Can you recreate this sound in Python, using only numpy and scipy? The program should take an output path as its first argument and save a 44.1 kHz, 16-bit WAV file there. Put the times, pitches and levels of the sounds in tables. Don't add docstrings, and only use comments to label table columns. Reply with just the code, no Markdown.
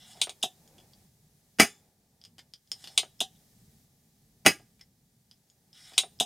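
import sys
import numpy as np
from scipy import signal
from scipy.fft import rfft, irfft
from scipy.io import wavfile
from scipy.ndimage import uniform_filter1d

SR = 44100
rng = np.random.default_rng(int(sys.argv[2]) if len(sys.argv) > 2 else 0)


def makeup_ratio(level_db):
    decades = np.asarray(level_db, float) / 20
    return 10 ** decades


def store_pcm(level_fs):
    pcm = np.round(np.clip(level_fs, -1, 1) * 32767).astype(np.int16)
    wavfile.write(sys.argv[1], SR, np.atleast_2d(pcm).T)


N = 275625
SPAN = 12000


def highpass(x, hz, order=2):
    return signal.sosfilt(signal.butter(order, hz, "high", fs=SR, output="sos"), x)


def decay(t, t60):
    return np.exp(-np.log(1000) * t / t60)


def gain_on(points, size, tilt_db=0.):
    hz = np.maximum(np.arange(size // 2 + 1) * SR / size, 10.)
    f, db = np.transpose(points)
    return np.log(makeup_ratio(np.interp(np.log(hz), np.log(f), db) + tilt_db * np.log2(hz / 3000)))


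def causal(log_gain):
    cepstrum = irfft(log_gain)
    half = len(cepstrum) // 2
    cepstrum[1:half] *= 2
    cepstrum[half + 1:] = 0
    return irfft(np.exp(rfft(cepstrum)))


def unit(x):
    return x / np.sqrt(np.mean(x ** 2))


def noise(points):
    spectrum = rfft(rng.standard_normal(N + 1)) * np.exp(gain_on(points, N + 1))
    return unit(irfft(spectrum, N + 1)[:N])


def walk(rate):
    k = int(SR / rate)
    return unit(uniform_filter1d(uniform_filter1d(rng.standard_normal(N), k), k))


def even(x, size):
    colour = uniform_filter1d(np.abs(rfft(x)), size)
    return signal.fftconvolve(x, causal(-np.log(colour))[:len(x) // 4])[:len(x)]


# pitch_hz, level_db [per Hz]
HUM = [(12, -44), (20, -12), (32, -9.5), (81, -4), (157, 2), (188, -3), (223, -2), (250, -9), (356, -23),
       (380, -18), (450, -18), (580, -50.5), (990, -120)]
# pitch_hz, level_db [per Hz]
RUSTLE = [(150, -28.5), (250, -4), (354, -2.5), (530, -5), (630, -5.5), (820, -4), (1070, -17), (1800, -21),
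          (2500, -18.5), (3250, -43), (5500, -120)]
# pitch_hz, level_db [per Hz]
HISS = [(710, -36.5), (1200, -4), (1320, -11.5), (1780, -2), (2530, -8), (3520, -2.5), (5450, 0.5),
        (15100, -2.5), (16000, -4.5), (16500, -30)]
# pitch_hz, level_db [per Hz]
AROUND = [(15, -37), (25, -3.5), (206, -2), (439, -5), (818, -9), (1370, -9.5), (2000, -10), (2350, -9.5),
          (5000, -6), (7920, -8), (14800, -8.5), (16000, -14)]
# time_s, level_db
GAIN = [(0, -66), (.6, -65.5), (1.04, -66), (1.1, -69.5), (1.55, -69.5), (1.8, -69), (1.95, -73),
        (2.64, -72.5), (2.75, -66.5), (3.15, -68), (3.41, -66), (3.83, -67), (3.88, -70), (4.7, -70),
        (4.92, -73), (5.67, -71.5), (6.1, -67.5), (6.25, -67.5)]
# middle_s, length_s, hum_db, rustle_db [swell]
STIRS = [(0.409, .4, -4.5, 3.5), (0.793, 0.35, -1.5, 8), (1.85, .3, -1.45, 7), (2.348, 0.49, 5, 5),
         (2.62, 0.22, -6.5, -4), (3.64, 0.1, 3, -3.7), (4.501, .5, 4, 2.5), (5.197, 0.38, 2, 0.6),
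         (5.5, .15, -2.5, -1.2), (6.048, 0.5, 0, 2.5)]
HUM_DB, RUSTLE_DB = 1.5, -9.5


def cabin():
    t = np.arange(N) / SR
    hiss_db = np.interp(t, *np.transpose(GAIN))
    swell_db = np.zeros((2, N))
    for middle_s, length_s, *stir_db in STIRS:
        swell_db += np.outer(stir_db, np.exp(-(2 * (t - middle_s) / length_s) ** 2))
    hum = noise(HUM) * makeup_ratio(hiss_db + HUM_DB + swell_db[0] + 1.2 * walk(8))
    rustle = noise(RUSTLE) * makeup_ratio(hiss_db + RUSTLE_DB + swell_db[1] + 1.2 * walk(9))
    hiss = noise(HISS) * makeup_ratio(hiss_db - 2.3)
    return hum + rustle + hiss, noise(AROUND) * makeup_ratio(hiss_db - 6.0)


# delay_ms, level_db
ECHOES = [(2.1, -11), (5.6, -8), (9.5, -12.5), (14, -21.5)]
ROOM_T60_S, ROOM_DB = 0.085, 0.63
LATE_T60_S, LATE_DB = 0.31, -31.5


def room():
    t = np.arange(SPAN) / SR
    fade = decay(t, ROOM_T60_S) + makeup_ratio(LATE_DB) * decay(t, LATE_T60_S)
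    tail = rng.standard_normal(SPAN) * (1 - np.exp(-t / 0.00047)) * fade
    path = makeup_ratio(ROOM_DB) * tail / np.sqrt(np.sum(tail ** 2))
    path[0] += 1
    echoes = np.zeros(SPAN)
    for delay_ms, db in ECHOES:
        echoes[int(delay_ms * SR / 1000)] = makeup_ratio(db)
    return even(path, size=16) + highpass(echoes, 900)


# start_s [slide], latch_s, latch_db, back_s [knob returns], back_db
STROKES = [
    (-.06, 0.2162, -5, .428, -14.5),
    (2.755, 2.9774, -3.5, 3.2042, -14),
    (5.732, 5.980, 0, 6.1998, -10),
]
# rub_db, squeak_db [bright part over the rub]
RUB_DB = [
    (-56, -6),
    (-58.5, -1.5),
    (-54, -7),
]
# pitch_hz, level_db [per Hz]
RUB = [(600, -39.5), (1100, -18), (1900, -7), (2500, -2.5), (3200, 4.2), (3900, 2), (4600, -7), (5200, 1.9),
       (6200, -8), (9000, -14.5), (12000, -26), (16000, -37.5)]
SLIDE_IN_S, SLIDE_IN_DB, EARLY_DB = 0.055, -10.5, -3
EASE_S, EASE_DB = .105, -5
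COLUMN_DB, COLUMN_DB_PER_S = -64.5, 53.5
PATCHY_DB = 1.5


def slides(path):
    t = np.arange(N) / SR
    grain_db = 3.4 * np.minimum(rng.exponential(size=N), 7) + 1.2 * walk(60)
    grains = rng.standard_normal(N) * makeup_ratio(grain_db)
    seal = irfft(rfft(grains, N + 1) * np.exp(gain_on(RUB, N + 1)))[:N]
    edges_hz = (1000, 2600, 4400, 6000, 16000)
    rub = np.zeros(N)
    for band in zip(edges_hz, edges_hz[1:]):
        part = signal.sosfilt(signal.butter(2, band, "band", fs=SR, output="sos"), seal)
        rub += makeup_ratio(PATCHY_DB * walk(22)) * part
    rub = signal.fftconvolve(rub, path)[:N]
    squeak = unit(highpass(rub, 4800))
    rub = unit(rub)
    column = noise([(400, -22.5), (650, -5), (760, 3.0), (880, -4.5), (1300, -37.0)]) * makeup_ratio(4.2 * walk(40))
    out = np.zeros(N)
    for (start, end, *_), (force_db, squeak_db) in zip(STROKES, RUB_DB):
        on = uniform_filter1d(1. 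* (t >= start) * (t <= end), 300)
        bends_s = [start, start + SLIDE_IN_S, end - EASE_S, end]
        rub_db = force_db + np.interp(t, bends_s, [SLIDE_IN_DB, EARLY_DB, 0, EASE_DB])
        column_db = COLUMN_DB + COLUMN_DB_PER_S * np.clip(t - end, -1, 0)
        out += on * ((rub + makeup_ratio(squeak_db) * squeak) * makeup_ratio(rub_db) + column * makeup_ratio(column_db))
    return out


GRIP_S, LOOSE_GRIP_S = 0.038, .014
OWN_T60_S = .007


def blows(events, modes, crack, grip_s, direct_db, paths):
    out, t = np.zeros(N + SPAN), np.arange(2048) / SR
    grit = rng.standard_normal((len(events), 2048))
    luck = rng.standard_normal((len(events), 2, len(modes) + 1))
    for event, rough, chance, path in zip(events, grit, luck, paths * len(events)):
        s, db, contact_ms, tilt_db, ring_db, *own = event
        own_mode = [(*own, OWN_T60_S)] if own else []
        hz, mode_db, t60 = np.transpose(modes + own_mode)
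        size_luck, pitch_luck = chance[:, :len(hz)]
        push = even(rough * np.exp(-t * 1000 / max(contact_ms, .05)), size=9)
        sizes = makeup_ratio(mode_db + 1.4 * size_luck + tilt_db * np.log2(hz / 3000))
        fade = decay(t, np.minimum(2.1 * t60, grip_s)[:, None])
        ring = sizes @ (np.sin(2 * np.pi * np.outer(hz * (1 + .01 * pitch_luck), t)) * fade)
        body = makeup_ratio(ring_db) * unit(ring) + unit(causal(gain_on(crack, 2048, tilt_db)))
        way = np.append(path[0] * makeup_ratio(direct_db), path[1:])
        heard = signal.fftconvolve(signal.fftconvolve(body, push), way)[:SPAN]
        at = int(s * SR)
        out[at:at + SPAN] += heard * makeup_ratio(db) / np.abs(heard).max()
    return out[:N]


def touched(rows, touch):
    return [(s, db, *touch, *own) for s, db, *own in rows]


# start_s, level_db [peak]
POPS = [
    (.172, -43),
    (.293, -34),
    (4.598, -46),
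    (5.92, -47),
]
# pitch_hz, level_db, t60_s
AIR = [(403, 4.5, 0.11), (760, -1, 0.033), (1300, -10.5, .04)]
# pitch_hz, level_db [per Hz]
AIR_CRACK = [(40, -55), (150, -32.5), (300, -18), (700, 3.5), (1100, -10.5), (2500, -13.5), (5000, -20),
             (16000, -56)]
LATCH_POP_DB, SETTLE_S, SETTLE_DB = -27, .055, -29.5


def air_pops(paths):
    rows = list(POPS)
    for _, latch_s, latch_db, *_ in STROKES:
        rows += [(latch_s, latch_db + LATCH_POP_DB), (latch_s + SETTLE_S, SETTLE_DB)]
    return blows(touched(rows, (0.28, 0.1, -4)), AIR, AIR_CRACK, GRIP_S, 0.3, paths)


# start_s, level_db [peak]
KNOCKS = [
    (2.386, -63),
    (5.73, -66),
]
# pitch_hz, level_db, t60_s
CAP = [(180, -50, 0.13), (253.1, -5, 0.092), (440, -7, 0.027), (730.4, 3, .09)]
# pitch_hz, level_db [per Hz]
CAP_CRACK = [(40, -23), (130, -16), (190, -29), (300, -13), (500, -25.5), (740, -0.5), (1000, -24.5),
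             (2500, -27), (16000, -43)]
CAP_LAG_S, CAP_DB = .009, -7.5


def cap_knocks(paths):
    rows = list(KNOCKS)
    rows += [(back_s + CAP_LAG_S, back_db + CAP_DB) for *_, back_s, back_db in STROKES]
    return blows(touched(rows, (1.23, 0.32, 4.6)), CAP, CAP_CRACK, GRIP_S, 3, paths)


# start_s, level_db [peak], pitch_hz, strength_db [of that pitch]
SCRAPES = [(.7819, -48.5, 3440, 18), (.8016, -49, 3470, 18), (2.2544, -48, 3060, 22),
           (2.3824, -43.5, 3200, 10), (2.3915, -39, 2130, 5.2), (2.8409, -35, 3630, 6),
           (2.8734, -30.5, 4600, 8), (4.794, -53.5, 2370, 12), (4.81, -47, 2100, 17),
           (5.3123, -55, 3100, 16), (5.9349, -41, 2510, 9)]
# pitch_hz, level_db, t60_s
PIN = [(1957, -2, .05), (2800, -63, 0.17), (3580, 0.5, 0.037), (5000, 8, 0.018), (7050, -27, 0.037)]
# pitch_hz, level_db [per Hz]
PIN_CRACK = [(180, -18.5), (300, 0), (558, -17.5), (767, 3), (1380, -30.5), (2840, 5), (4690, 0.5),
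             (6240, 0), (13500, -12), (15700, -48), (16500, -33)]


def pin_scrapes(paths):
    return blows(touched(SCRAPES, (3.8, -0.5, 0.55)), PIN, PIN_CRACK, LOOSE_GRIP_S, 1.5, paths)


# start_s, level_db [peak], pitch_hz, strength_db [of that pitch]
TICKS = [(.677, -46, 6940, 7.5), (.9345, -45, 4720, 22.5), (2.2152, -43.5, 5000, 22.5),
         (2.239, -38.5, 5000, 15), (2.2505, -35.5, 4970, 9), (2.5372, -31, 5150, 15),
         (2.675, -55, 5000, 20), (2.717, -16.5, 5263, 6.5), (4.8122, -39.5, 5260, 20.5),
         (5.3125, -40, 5000, 18), (5.5, -49.5, 6700, 6), (5.73, -44, 5150, 22)]
# pitch_hz, level_db, t60_s
TIP = [(3280, -6.5, 0.24), (6050, -24, 0.028), (6820, -2, .07), (8440, -4.5, 0.025)]
# pitch_hz, level_db [per Hz]
TIP_CRACK = [(300, -56), (1000, -22), (2500, -13.5), (3300, 6), (4200, -15.5), (5200, 8.5), (6500, -18.5),
             (9000, -13), (13000, -23.5), (16000, -38)]
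GRAZE_LEAD_S, GRAZE_DB, GRAZE_MS, GRAZE_HZ, GRAZE_RING_DB = .011, -46, 1.4, 5200, 7
TIP_DIRECT_DB = 2.5


def tip_ticks(paths):
    rows = touched(TICKS, (0.15, 0.053, 2))
    for *_, back_s, _ in STROKES:
        rows.append((back_s - GRAZE_LEAD_S, GRAZE_DB, GRAZE_MS, 0.1, GRAZE_RING_DB, GRAZE_HZ, 20))
    return blows(rows, TIP, TIP_CRACK, LOOSE_GRIP_S, TIP_DIRECT_DB, paths)


# pitch_hz, level_db, t60_s
KNOB = [(2925, -24.5, .06), (3480, -27, .06), (3660, 4.5, .08), (3707, -0.5, .08), (3823, 1.5, .08),
        (5190, 1, .05), (6700, -39.5, .04), (8070, -0.5, .04), (9600, -47.5, .04)]
# pitch_hz, level_db [per Hz]
KNOB_CRACK = [(290, -58.5), (500, -39), (1980, -28.5), (2690, -4), (3550, 0.5), (4360, -15.5), (6860, -7.5),
              (7820, -16.5), (9740, -14), (14000, -31), (16500, -58)]
KNOB_TAPS = [(0.4265, -27.5), (3.3505, -58.5)]


def knob_returns(paths):
    rows = KNOB_TAPS + [(back_s, back_db) for *_, back_s, back_db in STROKES]
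    return blows(touched(rows, (7.7, -0.092, -5)), KNOB, KNOB_CRACK, LOOSE_GRIP_S, 0.3, paths)


# pitch_hz, level_db, t60_s
CATCH = [(2907, -19, 0.061), (3230, -10, 0.21), (3040, -21.5, .08), (3530, -3, 0.21), (3900, 8.5, .08),
         (3680, 7.5, .08), (3907, 11.5, 0.24), (5200, -23, 0.059), (6700, 4.5, 0.15), (8700, 8, .04),
         (9760, -0.5, 0.059)]
# pitch_hz, level_db [per Hz]
CATCH_CRACK = [(180, -58), (300, -29.5), (539, -25.5), (730, -15), (1630, -34.5), (2100, -9.5), (3710, -1),
               (5460, -10.5), (7500, -10.5), (9330, -7), (10700, -29), (15200, -30), (16500, -60.5)]
PAWL_DROPS = [(.2945, -24)]  # start_s, level_db
PAWL_LEAD_S, PAWL_DB = .0019, -17.5


def catch_latches(paths):
    rows = list(PAWL_DROPS)
    for _, latch_s, latch_db, *_ in STROKES:
        rows += [(latch_s - PAWL_LEAD_S, latch_db + PAWL_DB), (latch_s, latch_db)]
    return blows(touched(rows, (1, 0.14, -5.5)), CATCH, CATCH_CRACK, GRIP_S, 0.3, paths)


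# start_s, level_db [blow], rattle_db, tilt_db [per octave]
SNAPS = [
    (1.5983, -0.5, -3, 0),
    (4.4621, 1.5, -6, 0.4),
]
# pitch_hz, level_db, t60_s
SPRING = [(3500, -41, .3), (5180, -40, .28), (6500, -46, .2), (7200, -38, .3)]


def spring():
    out, t = np.zeros(N), np.arange(SPAN) / SR
    for (s, *_), shake_db in zip(SNAPS, (0.1, -13.0)):
        at = int(s * SR)
        for hz, db, t60 in SPRING:
            waver = uniform_filter1d(rng.standard_normal((2, SPAN)), size=230, axis=1)
            phase = 2 * np.pi * hz * t
            tone = unit(waver[0] * np.cos(phase) + waver[1] * np.sin(phase))
            out[at:at + SPAN] += makeup_ratio(db + shake_db) * tone * decay(t, t60)
    return out


# pitch_hz, level_db, t60_s
BARREL = [(171, 3, 0.11), (422, -3, 0.085), (1340, -10, 0.1), (1460, -17.5, 0.057), (2047, -0.5, 0.28),
          (2565, -2.5, 0.04), (2283, 0.5, 0.16), (3380, -10.5, 0.096), (2926, -4.5, 0.11), (3960, -9, 0.33),
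          (4930, -2, 0.18), (5200, -2.5, 0.36), (6100, -11.5, 0.11), (6600, 0, 0.4), (8050, -21, 0.33),
          (8710, -6.5, 0.11), (8500, -9.5, 0.12), (9400, -17, 0.5), (9230, -4.5, 0.094), (9850, -6.5, 0.16),
          (10900, -12, 0.14), (11880, -15.5, 0.17), (11674, -27.5, 0.34), (704, -3, 0.08)]
# pitch_hz, level_db [per Hz]
BARREL_CRACK = [(24, -61), (40, -29.5), (186, 8.5), (523, -8.5), (823, 0.5), (981, -18.5), (1260, -8.5),
                (2970, -5.5), (3830, -21.5), (5050, -11.5), (11900, -23), (15300, -33.5), (16500, -47)]
SNAP_MS, SNAP_RING_DB = 2.9, -3.5
SLIP_GAP_S, LAST_SLIP_DB, SLIP_STEP_DB = .004, -16, -5.5
RATTLE_FIRST_S, RATTLE_SPREAD, RATTLE_DB_PER_S = .0055, 1.6, -460
RATTLE_MS, RATTLE_MS_PER_S, RATTLE_RING_DB = 2.8, 52, -1.5
RATTLE_TILT_DB, RATTLE_TILT_DB_PER_S = 1.27, 19.5


def piston(paths):
    rows = []
    for s, db, rattle_db, tilt_db in SNAPS:
        rows.append((s, db, SNAP_MS, tilt_db, SNAP_RING_DB))
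        slips = [(s - (k + 1) * SLIP_GAP_S, LAST_SLIP_DB + k * SLIP_STEP_DB) for k in range(3)]
        rows += touched(slips, (4.6, -1, -6.5))
        for lag in RATTLE_FIRST_S * np.arange(1, 8) ** RATTLE_SPREAD:
            rows.append((s + lag, rattle_db + RATTLE_DB_PER_S * lag, RATTLE_MS + RATTLE_MS_PER_S * lag,
                         RATTLE_TILT_DB + RATTLE_TILT_DB_PER_S * lag, RATTLE_RING_DB))
    return blows(rows, BARREL, BARREL_CRACK, GRIP_S, 0.5, paths)


ASIDE_DB, ASIDE_HZ = -3, 8000


def treble_edges(bench):
    scatter = rng.standard_normal(400) * np.exp(-np.arange(400) / 90)
    aside = signal.fftconvolve(bench, scatter / np.sqrt(np.sum(scatter ** 2)))[:N]
    edge = uniform_filter1d(np.abs(aside), size=130)
    just_before = np.roll(uniform_filter1d(edge, size=400), 250)
    edge = np.clip(edge - 1.3 * just_before, 0, None)
    return makeup_ratio(ASIDE_DB) * edge / edge.max() * highpass(aside, ASIDE_HZ, order=4)


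def scene():
    common, apart = cabin()
    paths = [room() for _ in range(7)]
    small = np.zeros(N)
    for k, part in enumerate((catch_latches, knob_returns, air_pops, cap_knocks, tip_ticks, pin_scrapes)):
        small += part(paths[k:] + paths[:k])
    hits = highpass(small, 170) + spring() + piston(paths)
    bench = highpass(hits, 100) + slides(paths[0])
    apart = apart + treble_edges(bench)
    return np.array([bench + common + apart, bench + common - apart])


def low_pass(x):
    return signal.sosfilt(signal.butter(12, 16660, fs=SR, output="sos"), x)


def record(dry):
    soft = np.tanh(.9 * dry) / .9
    mix = signal.sosfiltfilt(signal.butter(8, 16100, fs=SR, output="sos"), soft)
    return low_pass(mix)


dry = scene()
out = record(dry)
store_pcm(out)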